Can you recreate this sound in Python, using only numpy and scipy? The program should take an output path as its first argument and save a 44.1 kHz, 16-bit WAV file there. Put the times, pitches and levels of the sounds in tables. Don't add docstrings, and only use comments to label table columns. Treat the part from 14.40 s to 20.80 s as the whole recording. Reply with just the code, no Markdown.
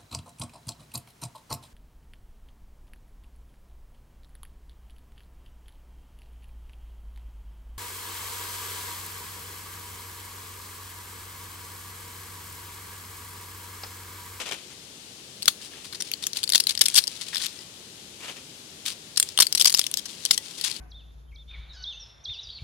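import sys
import numpy as np
from scipy import signal
from scipy.fft import rfft, irfft, next_fast_len
from scipy.io import wavfile
from scipy.ndimage import uniform_filter1d, map_coordinates

SR = 44100
rng = np.random.default_rng(int(sys.argv[2]) if len(sys.argv) > 2 else 0)


def generate_wav(sig):
    pcm = np.round(np.clip(np.atleast_2d(sig).T, -1, 1) * 32767).astype(np.int16)
    wavfile.write(sys.argv[1], SR, pcm)


N = 282240

# start in seconds, length of the run in seconds, level in dB,
# pitch of the flake in Hz, low flex of the sheet in dB re the level.
RUNNING_CRACKS = [(1.0793, 0.0026, -11.5, 4440, -11), (1.525, 0.01, -39, 4270, -8),
                  (1.545, 0.014, -36.5, 4330, -14.5), (1.603, 0.008, -30.5, 5930, -14.5),
                  (2.148, 0.0019, -18.5, 4500, -13.5), (2.155, 0.0033, -13.5, 4500, -22.5),
                  (2.2, 0.0053, -20, 5060, -22), (2.292, 0.0063, -24.5, 4340, -23),
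                  (2.4115, 0.0066, -12, 5000, -23), (2.456, 0.0068, -20.5, 5200, -39),
                  (2.554, 0.027, -14, 5340, -23.5), (2.578, 0.011, -12.5, 4600, -20.5),
                  (4.772, 0.0071, -19, 5370, -18.5), (4.9883, 0.00047, -19.5, 4060, -7.5),
                  (5.001, 0.0086, -10, 5250, -16.5), (5.021, 0.0085, -15, 4230, -17),
                  (5.174, 0.0063, -25, 5300, -30), (5.197, 0.003, -23, 5170, -24),
                  (5.2095, 0.0044, -16, 5140, -26), (5.2547, 0.0055, -12.5, 4980, -20),
                  (5.271, 0.012, -16, 5500, -23), (5.58, 0.016, -33.5, 5450, -23),
                  (5.654, 0.011, -36.5, 5450, -14.5), (5.909, 0.0033, -12, 4700, -16.5),
                  (5.929, 0.018, -28, 5630, -33)]
LEVEL_WINDOW_S = 0.014


def amp(db):
    return 10 ** (np.asarray(db) / 20)


def unit(x):
    return x / np.sqrt(np.mean(x ** 2) + 1e-20)


def along(points, hz):
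    point_hz, values = np.transpose(points)
    return np.interp(np.log(hz + 1), np.log(point_hz), values)


def curve(rows):
    return np.interp(np.arange(N) / SR, *np.transpose(rows))


def colour(x, gain):
    n = x.shape[-1]
    half = next_fast_len(n)
    hz = np.fft.rfftfreq(2 * half, 1 / SR)
    cepstrum = irfft(np.log(np.maximum(gain(hz), 1e-6)))
    cepstrum[1:half] *= 2
    cepstrum[half + 1:] = 0
    response = np.exp(rfft(cepstrum))
    return irfft(rfft(x, 2 * half) * response)[..., :n]


def shaped(x, spectrum):
    return unit(colour(x, lambda hz: amp(along(spectrum, hz))))


def pair(x, apart):
    own_share = np.clip(apart, 0, 1)
    return np.sqrt(1 - own_share) * x[0] + np.sqrt(own_share) * x[1:]


def add(track, s, sound):
    part = track[:, max(0, round(s * SR)):][:, :sound.shape[-1]]
    part += sound[..., :part.shape[-1]]


def background():
    # frequency in Hz, relative density in dB per Hz.
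    rush_spectrum = [(15, -85), (25, -46), (45, -11), (65, -5.5), (110, -2.5), (170, -1), (270, -3),
                     (400, -3), (650, -12), (1400, -31.5), (4000, -64)]
    hiss_spectrum = [(200, -19.5), (800, -4.5), (1500, -6), (2200, -4), (3000, -0.5), (5200, -2.5),
                     (7500, -2.5), (10000, -5.5), (13000, -14), (16000, -23)]
    rush = shaped(pair(rng.standard_normal((3, N)), apart=0.12), rush_spectrum)
    hiss = shaped(rng.standard_normal((2, N)), hiss_spectrum)
    return amp(-54) * rush + amp(-48.0) * hiss


def room(x):
    # frequency in Hz, time to fall by 60 dB in seconds.
    decay_times = [(200, 0.14), (3000, 0.1), (14000, 0.22)]
    hz, t, bins = signal.stft(rng.standard_normal((2, SR // 3)), SR, nperseg=256)
    decay = amp(-60 * t / along(decay_times, hz)[:, None])
    tail = signal.istft(bins * decay, SR, nperseg=256)[1]
    return signal.fftconvolve(x, tail / np.linalg.norm(tail[0]), axes=1)[:, :N]


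def bowl():
    # start in seconds, level in dB.
    touches = [(2.958, -57), (3.19, -52), (5.977, -43), (6.24, -45), (6.313, -44.5)]
    # frequency in Hz, level in dB re the touch, 60 dB decay in seconds.
    modes = [(872, -8.5, 0.28), (1960, -1.5, 0.14), (3400, -3, 0.11), (5100, 17, 0.019)]
    out = np.zeros((2, N))
    t = np.arange(SR // 2) / SR
    for s, db in touches:
        ringing = np.zeros(len(t))
        for hz, level, t60 in modes:
            start_db = db + level + rng.normal(0, 3.1)
            ringing += amp(start_db - 60 * t / t60) * np.sin(2 * np.pi * hz * t)
        add(out, s, ringing)
    return out


def pats():
    # start in seconds, strength of the push in dB.
    contacts = [(1.206, -26), (1.334, -27), (1.455, -25), (2.801, -26), (2.93, -12.5), (2.939, -23),
                (2.955, -11), (3.005, -18), (3.034, -21)]
    resonance_hz, width_hz, fall_s = 1690, 260, 0.0044
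    t = np.arange(N) / SR
    push = sum(amp(db) * (t > s) * np.exp(-np.abs(t - s) / fall_s) for s, db in contacts)
    piece = lambda hz: 1 / np.hypot(1, (hz - resonance_hz ** 2 / (hz + 1)) / width_hz)
    return colour(push * pair(rng.standard_normal((3, N)), apart=0.19), piece)


def grains(rate, spread_db, life, bed_db, size=256):
    happens = rng.random(N) < rate / SR
    sizes = amp(spread_db * np.minimum(rng.exponential(size=N), 3)) * happens
    decay = np.exp(-2 * np.arange(size) / SR / life)
    power = signal.fftconvolve(sizes ** 2, decay)[:N]
    swell = np.sqrt(np.abs(power / power.mean()) + amp(bed_db) ** 2)
    return swell * pair(rng.standard_normal((3, N)), apart=0.49)


def strokes(rows, attack_s, sag_db_per_s, release_s):
    power = np.zeros(N)
    for s, length, db in rows:
        t = np.maximum(np.arange(N) / SR - s, 0)
        held = amp(db - sag_db_per_s * np.minimum(t, length))
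        attack = np.minimum(t / attack_s, 1)
        release = np.exp(-np.maximum(t - length, 0) / release_s)
        power += (held * attack * release) ** 2
    return power


def crumbs():
    crumb_db, fall_s = -16, 0.018
    power = np.zeros(N)
    for s, run, db, _, _ in RUNNING_CRACKS:
        t = np.arange(N) / SR - s - run
        fall = amp(db + crumb_db) * np.exp(-np.abs(t) / fall_s)
        power += (t > 0) * run / LEVEL_WINDOW_S * fall ** 2
    return power


def catching():
    catches_per_s, catch_db = 90, 1.5
    knots = rng.standard_normal(N // 100)
    positions = np.arange(N) * catches_per_s / SR
    swing = map_coordinates(knots, [positions], mode="mirror")
    return unit(amp(catch_db * swing))


def handling():
    # frequency in Hz, relative density in dB per Hz.
    flake_spectrum = [(150, -19), (600, -15), (1100, -6), (1800, -3.5), (2400, 1), (3400, 4.5), (4700, 4),
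                      (6800, 0.5), (9500, 1.5), (12500, -10.5), (16000, -16)]
    skin_spectrum = [(100, -10.5), (400, 0), (900, -0.5), (1600, -0.5), (3000, 4), (4500, -6), (7000, -4.5),
                     (11000, -10.5), (16000, -29)]
    # start in seconds, length in seconds, level in dB.
    rubs = [(1.21, 0.055, -44), (1.44, 0.024, -44.5), (1.645, 0.04, -45), (1.82, 0.017, -36),
            (1.945, 0.049, -37), (2.28, 0.037, -37), (2.48, 0.07, -40), (2.69, 0.24, -45),
            (2.808, 0.011, -37), (2.87, 0.016, -41), (2.93, 0.13, -37.5), (3.025, 0.035, -32),
            (3.08, 0.15, -50), (4.453, 0.025, -30), (4.475, 0.042, -36.5), (4.83, 0.09, -47.5),
            (5.34, 0.12, -42.5), (5.67, 0.23, -45.5), (6.02, 0.17, -44.5), (6.18, 0.19, -41),
            (6.238, 0.037, -29.5)]
    # start in seconds, length in seconds, level in dB.
    brushes = [(-0.005, 0.024, -32.5), (0.055, 0.035, -36), (0.11, 0.018, -32.5), (0.15, 0.06, -50),
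               (0.3, 0.0073, -46), (1.31, 0.11, -50), (3.8, 0.03, -44.5), (3.828, 0.051, -40.5),
               (3.88, 0.028, -38.5), (3.96, 0.021, -44.5)]
    flakes = shaped(grains(rate=980, spread_db=5.0, life=0.0015, bed_db=-4), flake_spectrum)
    skin = shaped(grains(rate=750, spread_db=3, life=.0008, bed_db=0), skin_spectrum)
    rub_power = strokes(rubs, attack_s=0.0045, sag_db_per_s=7, release_s=0.016)
    rubbing = np.sqrt(rub_power + crumbs())
    brushing = np.sqrt(strokes(brushes, attack_s=0.0032, sag_db_per_s=13, release_s=0.021))
    return rubbing * catching() * flakes + brushing * skin


def ticks():
    # start in seconds, end in seconds
    bends = [(1.93, 2.37), (2.381, 2.69), (2.92, 3.06), (5.171, 5.47), (6.221, 4.8)]
    ticks_per_s, tick_db, spread_db = 24, -33.5, 1.5
    tick_hz, spread_octaves = 4740, 0.3
    moments = []
    for start, end in bends:
        count = max(1, round((end - start) * ticks_per_s))
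        moments.extend(np.linspace(start, end, count, endpoint=False))
    delay, size, pitch = rng.standard_normal((len(moments), 3)).T
    starts = np.array(moments) + np.abs(delay) * .5 / ticks_per_s
    return zip(starts, tick_db + spread_db * size, tick_hz * 2 ** (spread_octaves * pitch))


def fracture(run, pitch_hz, flex_db, release=0.00072, ring_db=11, sharpness=6, scatter_db=-5.5,
             scatter_life=0.0031, size=2048):
    # frequency in Hz, relative level in dB.
    crust_spectrum = [(500, -45), (1200, -11.5), (2000, -13), (3200, -0.5), (5000, -4), (6800, -4.5),
                      (9000, 1.5), (11000, -0.5), (13000, -7), (16000, -13.5)]
    flex_spectrum = [(30, -21), (100, -9), (250, -7.5), (550, -10.5), (800, -1), (1250, 2.5), (1700, 4),
                     (2200, -0.5), (4000, -54.5)]
    t = np.arange(size) / SR
    jumps = amp(2.9 * unit(uniform_filter1d(rng.standard_normal(size), 50)))
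    rise = 1 - np.exp(-(t / .0003) ** 2)
    fall = np.exp(-np.maximum(t - run, 0) / release)
    burst = rise * fall * jumps * rng.standard_normal(size)
    paths = rng.standard_normal((2, size)) * np.exp(-t / scatter_life) * (t > .0006)
    paths *= amp(scatter_db) / np.linalg.norm(paths, axis=1, keepdims=True)
    paths[0, rng.integers(1, 7)] = 1
    paths[1, 0] = 1
    heard = signal.fftconvolve(burst[None], paths, axes=1)[:, :size]
    detuning = lambda hz: hz / pitch_hz - pitch_hz / (hz + 1)
    ring = lambda hz: 1 + amp(ring_db) / np.hypot(1, sharpness * detuning(hz))
    crisp = unit(colour(heard, lambda hz: amp(along(crust_spectrum, hz)) * ring(hz)))
    flex = amp(flex_db) * shaped(heard, flex_spectrum)
    return (crisp + flex) * np.sqrt(LEVEL_WINDOW_S * SR / size)


def cracks():
    # start in seconds, level in dB, pitch of the flake in Hz.
    single_snaps = [(1.023, -36, 4230), (1.0284, -33.5, 4600), (1.0567, -31, 5240), (1.622, -30.5, 5200),
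                    (1.7155, -30.5, 3080), (1.7366, -30.5, 4370), (1.8386, -34, 3870), (1.8677, -25, 6960),
                    (1.9698, -30, 4300), (2.0312, -30.5, 4560), (2.039, -27, 4430), (2.0921, -27.5, 4600),
                    (2.1006, -28.5, 4800), (2.1216, -24.5, 4500), (2.1342, -23.5, 3300),
                    (2.1788, -29, 4600), (2.2694, -24, 4450), (2.3077, -30, 4300), (2.3759, -29, 4600),
                    (2.4097, -25, 5200), (2.4836, -23, 7200), (2.545, -23.5, 5070), (2.6213, -43, 4600),
                    (2.6779, -30, 4600), (2.9576, -33, 3560), (2.9683, -30, 3650), (3.0647, -33, 4460),
                    (4.462, -30.5, 4560), (4.7607, -39, 4300), (4.799, -14, 7980), (4.827, -21.5, 7700),
                    (4.8889, -37.5, 5600), (4.9755, -22, 2960), (5.0681, -25, 4600), (5.1255, -23.5, 5190),
                    (5.15, -20.5, 5240), (5.1541, -25.5, 7500), (5.2049, -25, 4900), (5.2216, -22.5, 5680),
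                    (5.246, -21.5, 5560), (5.2967, -27, 5330), (5.3027, -30, 5300), (5.325, -26.5, 6870),
                    (5.341, -22, 4840), (5.3467, -18, 5200), (5.3745, -29, 6100), (5.3928, -16.5, 6900),
                    (5.4141, -30, 4830), (5.466, -28.5, 5210), (5.514, -33.5, 7900), (5.5398, -26.5, 6300),
                    (5.5718, -28, 5100), (5.8517, -24, 5440), (5.8598, -30, 4800), (5.9774, -25, 5400),
                    (6.212, -33.5, 4696), (6.2401, -32, 4460), (6.3137, -35, 4450), (6.3635, -43, 4600)]
    snap_run_s, snap_flex_db = 0.00018, -23
    lead_s, lead_db = 0.0023, -27.5
    snaps = [(s, snap_run_s, db, pitch_hz, snap_flex_db) for s, db, pitch_hz in [*single_snaps, *ticks()]]
    out = np.zeros((2, N))
    for s, run, db, pitch_hz, flex_db in [*RUNNING_CRACKS, *snaps]:
        add(out, s - lead_s, amp(db + lead_db) * fracture(lead_s, pitch_hz, snap_flex_db))
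        add(out, s, amp(db) * fracture(run, pitch_hz, flex_db))
    return out


def scene():
    # time in seconds, left minus right in dB.
    lean = [(1.0, -0.5), (2.55, 1.1), (2.75, 3), (3.1, 2.2), (3.8, -1.5), (4.8, -1), (5.35, 1), (5.55, 3),
            (5.97, 1.5), (6.4, 4)]
    balance = amp(curve(lean) * np.array([[.5], [-.5]]))
    near = (cracks() + handling() + pats() + bowl()) * balance
    return near + amp(-18.0) * room(near) + background()


def record(dry, ceiling=0.76):
    # frequency in Hz, level difference in dB.
    port_difference = [(100, 0), (700, 0), (1300, 0), (2400, 7), (3300, 13), (4600, 14.5), (8000, 5.5),
                       (11000, 3.5), (15000, -6)]
    top_hz = 15900
    left = colour(dry[0], lambda hz: amp(along(port_difference, hz) / 2))
    right = colour(dry[1], lambda hz: amp(-along(port_difference, hz) / 2))
    x = np.array([left, right])
    x = x / (1 + np.abs(x / ceiling) ** 4) ** (1 / 4)
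    x = signal.sosfilt(signal.butter(2, 30, "highpass", fs=SR, output="sos"), x)
    return irfft(rfft(x) * (np.fft.rfftfreq(N, 1 / SR) < top_hz), N)


dry = scene()
out = record(dry)
generate_wav(out)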